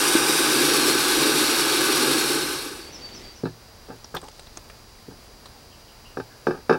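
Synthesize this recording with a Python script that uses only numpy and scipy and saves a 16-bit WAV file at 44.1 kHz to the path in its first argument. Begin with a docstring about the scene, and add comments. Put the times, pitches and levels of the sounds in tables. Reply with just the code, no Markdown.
"""A hissing, drumming jet of water: a hose nozzle sprays into a plastic bucket of slurry on a lawn,
then is eased shut and dribbles out. Drops and bubbles make the hiss; the air in the bucket booms.
A wooden stick stirs the mix: it squelches, bumps the ringing wall and is finally knocked against it
three times. Small birds call some way off, and a faint electronic whine lies under everything."""
import sys
import numpy as np
from scipy import signal
from scipy.fft import rfft, irfft, next_fast_len
from scipy.io import wavfile

SR = 44100
rng = np.random.default_rng(int(sys.argv[2]) if len(sys.argv) > 2 else 0)


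def to_wav(s):
    """Save 16-bit WAV."""
    ch = np.atleast_2d(s).T  # columns
    pcm = np.round(np.clip(ch, -1, 1) * 32767)  # PCM
    wavfile.write(sys.argv[1], SR, pcm.astype(np.int16))


N = 298998
TIME = np.arange(N) / SR


def spray():
    """The jet hisses and drums, dying away as the trigger is steadily let go."""
    closing_s, shut_s = 2.142, 2.946
    valve = np.interp(TIME, [closing_s, shut_s], [1, 0])
    return valve ** 1.295 * jet_hiss() + valve ** 1.24 * bucket_boom()


def jet_hiss():
    """Thousands of drops hit the slurry and echo off the bucket; gathering foam softens the hiss."""
    # tone of the drops: f/Hz, level/dB
    drop_colour = [(200, -43), (700, -16), (1100, -2.5), (1650, -4.5), (1900, -4.5), (2400, -1), (3400, -2),
                   (4300, 0), (5700, -1.5), (7000, -6.5), (8200, -2), (11300, -4), (13500, -12),
                   (15000, -16)]
    # reflections off the inside wall: delay/ms, gain
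    wall_echoes = [(0.901, 0.28), (1.7, 0.095), (2.9, 0.12), (4.3, 0.22), (6.1, 0.14)]
    # upper resonances of the bucket and its air: f/Hz, width/Hz, level/dB
    hollow_modes = [(836, 94, 0.5), (1202, 224, 0), (1529, 59, 5.5), (1662, 26, 4.5), (2694, 360, -4),
                    (3784, 46, 4), (3860, 68, -2.5), (4450, 37, -11.5), (4900, 20, -29), (5040, 75, -0.5),
                    (5270, 30, -2), (5680, 43, 0), (7660, 270, -13)]
    impacts = grains(per_s=14000, spread_db=4.5) * from_db(1.36 * drift(per_s=45.79))
    drops = coloured(impacts, drop_colour) + fizz()
    # the nozzle wanders, so the echo paths change and the colour of the hiss shifts
    echoes = sum(gain * delayed(drops, ms + 0.049 * drift(per_s=2.41)) for ms, gain in wall_echoes)
    hollow = sum(from_db(db) * resonance(rng.standard_normal(N), hz, width)
                 for hz, width, db in hollow_modes)
    start_db, sag_db_per_s = -22, 0.67
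    level = from_db(start_db - sag_db_per_s * TIME)
    return level * (rms_one(drops + echoes) + from_db(-2.5) * rms_one(hollow))


def fizz():
    """Tiny bubbles give way to a band of larger ones as the jet digs in."""
    dig_from_s, dig_to_s = 0.33, 0.81
    fine_hz, coarse_hz, spread_hz = 8960, 4207, 260
    depth = np.interp(TIME, [dig_from_s, dig_to_s], [0, 1])
    seethe = cut(grains(per_s=18000, spread_db=-0.5), spread_hz, "low")
    fine, coarse = (rms_one(seethe * np.sin(2 * np.pi * hz * TIME)) for hz in (fine_hz, coarse_hz))
    return (1 - depth) * from_db(-12) * fine + depth * from_db(-7.5) * coarse


def bucket_boom():
    """Heavier splashes drum on the air in the bucket, swelling and sinking as the jet wanders."""
    # low resonances of the air above the slurry: f/Hz, nominal width/Hz, level/dB
    cavity_modes = [(147, 19.4, -11.5), (249, 24, -10), (306, 48, -2.5), (354.4, 57, -1.5), (424.7, 38, -6),
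                    (505, 71, -11.5)]
    boom = np.zeros(N)
    for hz, width, db in cavity_modes:
        splashes = grains(per_s=650, spread_db=4.0)
        # each resonance acts twice, which keeps the valleys between them dark
        boom += from_db(db) * resonance(resonance(splashes, hz, 1.4 * width), hz, 1.39 * width)
    surge = from_db(1.5 * drift(per_s=10.89))
    return from_db(-25.6) * rms_one(boom * surge)


def gulps():
    """Big air pockets collapse under the jet, each a low note only a few cycles long."""
    # collapsing pockets: t/s, level/dB, f/Hz
    pockets = [(0.1514, -6.5, 330), (0.295, -17, 356), (0.952, -14, 333), (2.181, -17.5, 339)]
    out, t = np.zeros(N), TIME[:SR // 20]
    rise_s = 0.0033
    envelope = (t / rise_s * np.exp(1 - t / rise_s)) ** 1.6
    for s, db, hz in pockets:
        add(out, s, from_db(db) * envelope * np.sin(2 * np.pi * hz * t))
    return out


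def dribble():
    """The last water drains from the nozzle and patters on after the valve shuts."""
    # tone of the thin stream: f/Hz, level/dB
    stream_colour = [(100, -3), (380, 4), (700, -5), (1500, -10), (2200, -8), (4500, -9), (7500, -18.5),
                     (10000, -27), (16000, -33)]
    from_s, to_s, rise_db_per_s, fall_db_per_s = 2.88, 3.26, 100, 82
    fade_db = rise_db_per_s * np.maximum(from_s - TIME, 0) + fall_db_per_s * np.maximum(TIME - to_s, 0)
    return from_db(-45 - fade_db) * coloured(grains(per_s=4000, spread_db=2.0), stream_colour)


def knocks():
    """The stick strikes the wall and rattles on it; slurry cushions the deeper blows."""
    # modes of the plastic wall: f/Hz, level/dB, t60/s
    wall_modes = [(116, -14.5, 0.45), (157.2, -16, 0.21), (188, -12, 0.067), (267, -1, 0.064),
                  (363.3, -5, 0.12), (388, -2, 0.049), (431.6, -0.5, 0.038), (471, 4.5, 0.029),
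                  (776, -9.5, 0.13), (860, -6.5, 0.11), (942, -9, 0.068), (1127, -15, 0.063),
                  (1248, -2.5, 0.032), (1343, -4.5, 0.025), (1490, -15, 0.065), (1555, -2, 0.041),
                  (1640, -2.5, 0.037), (1723, -13.5, 0.1), (2334, -19, .06), (2470, -25, 0.15),
                  (2626, -16, 0.05), (2960, -22, .04), (3710, -16.5, 0.07), (4370, -34, .04),
                  (5160, -25, .02), (5350, -26, .025)]
    grit_hz, grit_s, splash_hz, splash_s = 5050, 0.017, 9700, 0.03
    force, t, debris = np.zeros(N), TIME[:SR // 4], []
    slips = grains(per_s=1000, spread_db=1.0)
    for k, (s, db, bright_hz, bass_hz, rattle_db, rattle_s) in enumerate(contacts()):
        rattle = slips[k * len(t):(k + 1) * len(t)] * (t / rattle_s) * np.exp(-2 * t / rattle_s)
        contact = from_db(rattle_db) * rattle / np.sqrt(np.sum(rattle ** 2) + 1e-20)
        contact[0] += 1   # the impact itself
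        add(force, s, from_db(db) * cut(cut(contact, bright_hz, "low"), bass_hz, "high"))
        # harder contacts crush more grit and shake off more droplets
        hard_db = db + 20 * np.log10(bright_hz / 2500)
        debris += [(s, hard_db - 19.5, grit_hz, grit_s), (s, hard_db - 30, splash_hz, splash_s)]
    # neighbouring pairs of modes swing in opposite directions
    wall = sum((-1) ** (k // 2) * from_db(db) * ring(force, hz, t60)
               for k, (hz, db, t60) in enumerate(wall_modes))
    return wall + pops(debris)


def contacts():
    """Every blow is a strike, a dull rebound of the wall and a skid as the stick falls back on it."""
    # blows: t/s, level/dB, brightness/Hz, bass cut/Hz, rattle/dB re the blow, rattle length/s,
    # rebound/dB re the blow, second touch delay/s, touch level/dB, skid length/s
    blows = [(3.435, -16.5, 323, 30, -6, 0.025, -3, .02, -30.5, .018),
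             (3.885, -42, 990, 20, 4, 0.034, 15, .018, -39.5, .025),
             (4.142, -32.5, 2200, 40, -3, 0.0095, -8, .019, -36, .006),
             (4.229, -41.5, 1300, 40, -15, .035, -6, .012, -58, .01),
             (5.083, -28.5, 260, 30, -6, 0.04, -12, 0.027, -50, .02),
             (6.1707, -28, 2200, 90, -9, 0.0045, 3.5, .029, -31, 0.0086),
             (6.4689, -17, 2020, 175, -8.5, 0.054, 4, 0.039, -27.5, .009),
             (6.695, -14, 2560, 170, -0.5, 0.019, -1, 0.031, -20, 0.025)]
    rebound_after_s, dulling, touch_hz = 0.013, 0.18, 3250
    rows = []
    for s, db, bright_hz, bass_hz, rattle_db, rattle_s, rebound_db, after_s, touch_db, skid_s in blows:
        skid_db = -1.5 + 10 * np.log10(skid_s / 0.02)   # longer skids rattle more
        rows += [(s, db, bright_hz, bass_hz, rattle_db, rattle_s),
                 (s + rebound_after_s, db + rebound_db, dulling * bright_hz, bass_hz, -7, 0.012),
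                 (s + after_s, touch_db, touch_hz, bass_hz, skid_db, skid_s)]
    return rows


def squelches():
    """Air pockets burst and throw fine droplets; sand crackles as the stirring builds and slackens."""
    # wet pops at the stick: t/s, level/dB, f/Hz, decay/s, spatter/dB
    bursts = [(4.044, -34, 5470, 0.005, -60), (4.147, -24, 1290, 0.0067, -36),
              (4.148, -33, 13100, 0.012, -47), (4.166, -25, 3540, 0.0081, -40),
              (4.216, -40, 8300, .004, -52), (4.231, -41.5, 850, 0.035, -47), (4.24, -38, 8500, .005, -55),
              (4.283, -29.5, 3110, 0.0013, -37.5), (4.394, -32, 3800, 0.0032, -41),
              (4.469, -40, 4200, .0047, -60), (4.572, -29.5, 6400, 0.0032, -37.5),
              (4.698, -34.5, 2350, 0.0052, -45), (5.456, -41.5, 4020, .012, -41)]
    lag_s, spatter_hz, spatter_s = 0.002, 8650, 0.0056
    from_s, hardest_s, to_s, fade_db_per_s = 2.75, 4.3, 6.9, 17
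    pockets = [(s, db, hz, decay_s) for s, db, hz, decay_s, _ in bursts]
    spatter = [(s + lag_s, spatter_db, spatter_hz, spatter_s) for s, *_, spatter_db in bursts]
    sand = rms_one(cut(grains(per_s=260, spread_db=3), [3200, 7000], "band"))
    effort = from_db(-58 - fade_db_per_s * np.abs(TIME - hardest_s)) * (TIME > from_s) * (TIME < to_s)
    return pops(pockets + spatter) + effort * sand


def pops(rows):
    """Each row (t/s, level/dB, f/Hz, decay/s) is a short cluster of clicks that rings a small pocket."""
    # tone of the wet crackle: f/Hz, level/dB
    crackle_colour = [(300, 19), (1000, 18.5), (2000, 2), (3000, -4.5), (5500, -8), (9000, -27.5),
                      (15000, -31)]
    attack_s = 0.00031
    out, t = np.zeros(N), TIME[:SR // 9]
    crackle = coloured(grains(per_s=6000, spread_db=1), crackle_colour)
    for k, (s, db, hz, decay_s) in enumerate(rows):
        clicks = crackle[k * len(t):(k + 1) * len(t)]
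        body = from_db(-6) * rms_one(cut(clicks, 2.8 * hz, "low"))
        pocket = from_db(-1.5) * rms_one(resonance(clicks, hz, hz / 8))
        envelope = np.exp(-t / decay_s) * (1 - np.exp(-t / attack_s))
        add(out, s, from_db(db) * (body + pocket) * envelope)
    return out


def birds():
    """Level whistles, each with a higher arching slur, then falling chirps, blurred by garden echoes."""
    # song phrases: t/s, whistle f/Hz, whistle level/dB, slur level/dB
    phrases = [(2.788, 4560, -45, -42.5), (3.003, 4593, -41.5, -43.5), (3.218, 4664, -46, -52)]
    # short chirps: t/s, level/dB, f/Hz
    chirps = [(3.432, -50, 4140), (5.71, -51.5, 2940), (5.869, -55.5, 2970), (6.045, -53, 2900),
              (6.30, -52, 1595)]
    whistle_s, slur_s, chirp_s, echo_decay_s = 0.125, 0.068, 0.0454, 0.048
    base_hz, arch_hz, top_s, half_width_s = 5250, 682, 0.022, 0.014
    slur_hz = base_hz + arch_hz * np.exp(-((TIME[TIME < slur_s] - top_s) / half_width_s) ** 2)
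    song = np.zeros(N)
    for s, hz, whistle_db, slur_db in phrases:
        add(song, s, from_db(whistle_db) * bird_note(np.full(round(whistle_s * SR), hz), rasp=0.005))
        add(song, s + whistle_s, from_db(slur_db) * bird_note(slur_hz, rasp=0.022))
    glide = 1 + 0.147 * np.linspace(0.5, -0.5, round(chirp_s * SR))
    for s, db, hz in chirps:
        add(song, s, from_db(db) * bird_note(hz * glide, rasp=0.053))
    t = TIME[:SR // 4]
    echoes = rng.standard_normal(len(t)) * np.exp(-t / echo_decay_s)
    return song + from_db(-1.5) * signal.fftconvolve(song, echoes / np.linalg.norm(echoes))[:N]


def bird_note(hz, rasp):
    """A whistle swells and fades along a pitch curve; rasp is its jitter as a share of the pitch."""
    pitch = hz * (1 + rasp * drift(per_s=450)[:len(hz)])
    swell = np.sin(np.pi * np.linspace(0, 1, len(hz)) ** 0.86)
    waver = from_db(2.5 * drift(per_s=45)[:len(hz)])
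    return swell * waver * np.sin(2 * np.pi * np.cumsum(pitch) / SR)


def whine():
    """The high overtones of an electronic buzz, and a thin pulsing tone at the top of hearing."""
    # overtones of the buzz: harmonic number, relative level/dB
    overtones = [(13, -65.5), (14, -67), (15, -62), (16, -58), (17, -63), (18, -68), (19, -65), (20, -70),
                 (21, -88), (22, -72), (33, -71), (34, -77), (35, -77), (36, -76), (37, -78)]
    buzz_hz, thin_hz, pulse_hz = 299.7, 15735, 13
    buzz = sum(np.sqrt(2) * from_db(db) * np.sin(2 * np.pi * harmonic * buzz_hz * TIME)
               for harmonic, db in overtones)
    pulse = 1 + 0.5 * np.sin(2 * np.pi * pulse_hz * TIME)
    thin = rms_one(pulse * np.sin(2 * np.pi * thin_hz * TIME))
    return from_db(-2.4) * buzz + from_db(-69) * thin


def outdoor_air():
    """A quiet, bass-heavy bed of noise whose level flickers slightly."""
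    # tone of the open air: f/Hz, level/dB
    air_colour = [(15, -24), (25, -1), (99, -5.5), (198, -15.5), (233, -9.5), (267, -15), (457, -12.5),
                  (495, -14.5), (919, -16), (1710, -21.5), (2920, -24.5), (3720, -25.5), (4620, -24.5),
                  (8580, -30.5), (15500, -34)]
    return from_db(-48.5) * coloured(rng.standard_normal(N), air_colour) * from_db(0.5 * drift(per_s=13))


def from_db(db):
    return 10 ** (np.asarray(db) / 20)


def rms_one(x):
    return x / np.sqrt(np.mean(x ** 2) + 1e-20)


def coloured(x, points):
    """Shape a sound with an EQ curve of (f/Hz, level/dB) points; rms 1."""
    hz, db = np.transpose(points)
    size = next_fast_len(N)
    grid = np.maximum(np.fft.rfftfreq(size, 1 / SR), 1)
    gain = from_db(np.interp(np.log(grid), np.log(hz), db))
    return rms_one(irfft(rfft(x, size) * gain, size)[:N])


def drift(per_s):
    """A random wander that glides between values of spread 1."""
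    knots = rng.standard_normal(4000)
    return np.interp(TIME * per_s, np.arange(len(knots)), knots)


def grains(per_s, spread_db):
    """Random clicks of uneven size; rms 1."""
    clicks = (rng.random(N) < per_s / SR) * rng.choice([-1, 1], N)
    return rms_one(clicks * from_db(spread_db * np.clip(rng.standard_normal(N), -2, 2)))


def resonance(x, hz, width):
    """Two-pole band-pass with gain 1 at its peak."""
    r = np.exp(-np.pi * width / SR)
    feedback = [1, -2 * r * np.cos(2 * np.pi * hz / SR), r * r]
    return signal.lfilter(np.array([1, 0, -1]) * (1 - r * r) / 2, feedback, x + 1e-18)


def ring(clicks, hz, t60):
    """A unit click sets a sine of height 1 ringing."""
    r, w = from_db(-60 / (t60 * SR)), 2 * np.pi * hz / SR
    return signal.lfilter([0, np.sin(w)], [1, -2 * r * np.cos(w), r * r], clicks + 1e-18)


def cut(x, hz, kind):
    """Second-order low-, high- or band-pass."""
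    sos = signal.butter(2, np.minimum(hz, SR / 2 - 1), kind, fs=SR, output="sos")
    return signal.sosfilt(sos, x + 1e-18)


def delayed(x, ms):
    return np.interp(TIME - ms / 1000, TIME, x)


def add(out, s, x):
    i = round(s * SR)
    out[i:i + len(x)] += x[:N - i]


def scene():
    """Hose, stick and garden, all dead centre."""
    mono = spray() + gulps() + dribble() + knocks() + squelches() + birds() + whine() + outdoor_air()
    return np.array([mono, mono])


def record(dry):
    """A steep low-pass takes off the very top."""
    cutoff_hz = 15850
    return signal.sosfilt(signal.ellip(12, 0.1, 90, cutoff_hz, fs=SR, output="sos"), dry)


dry = scene()
out = record(dry)
to_wav(out)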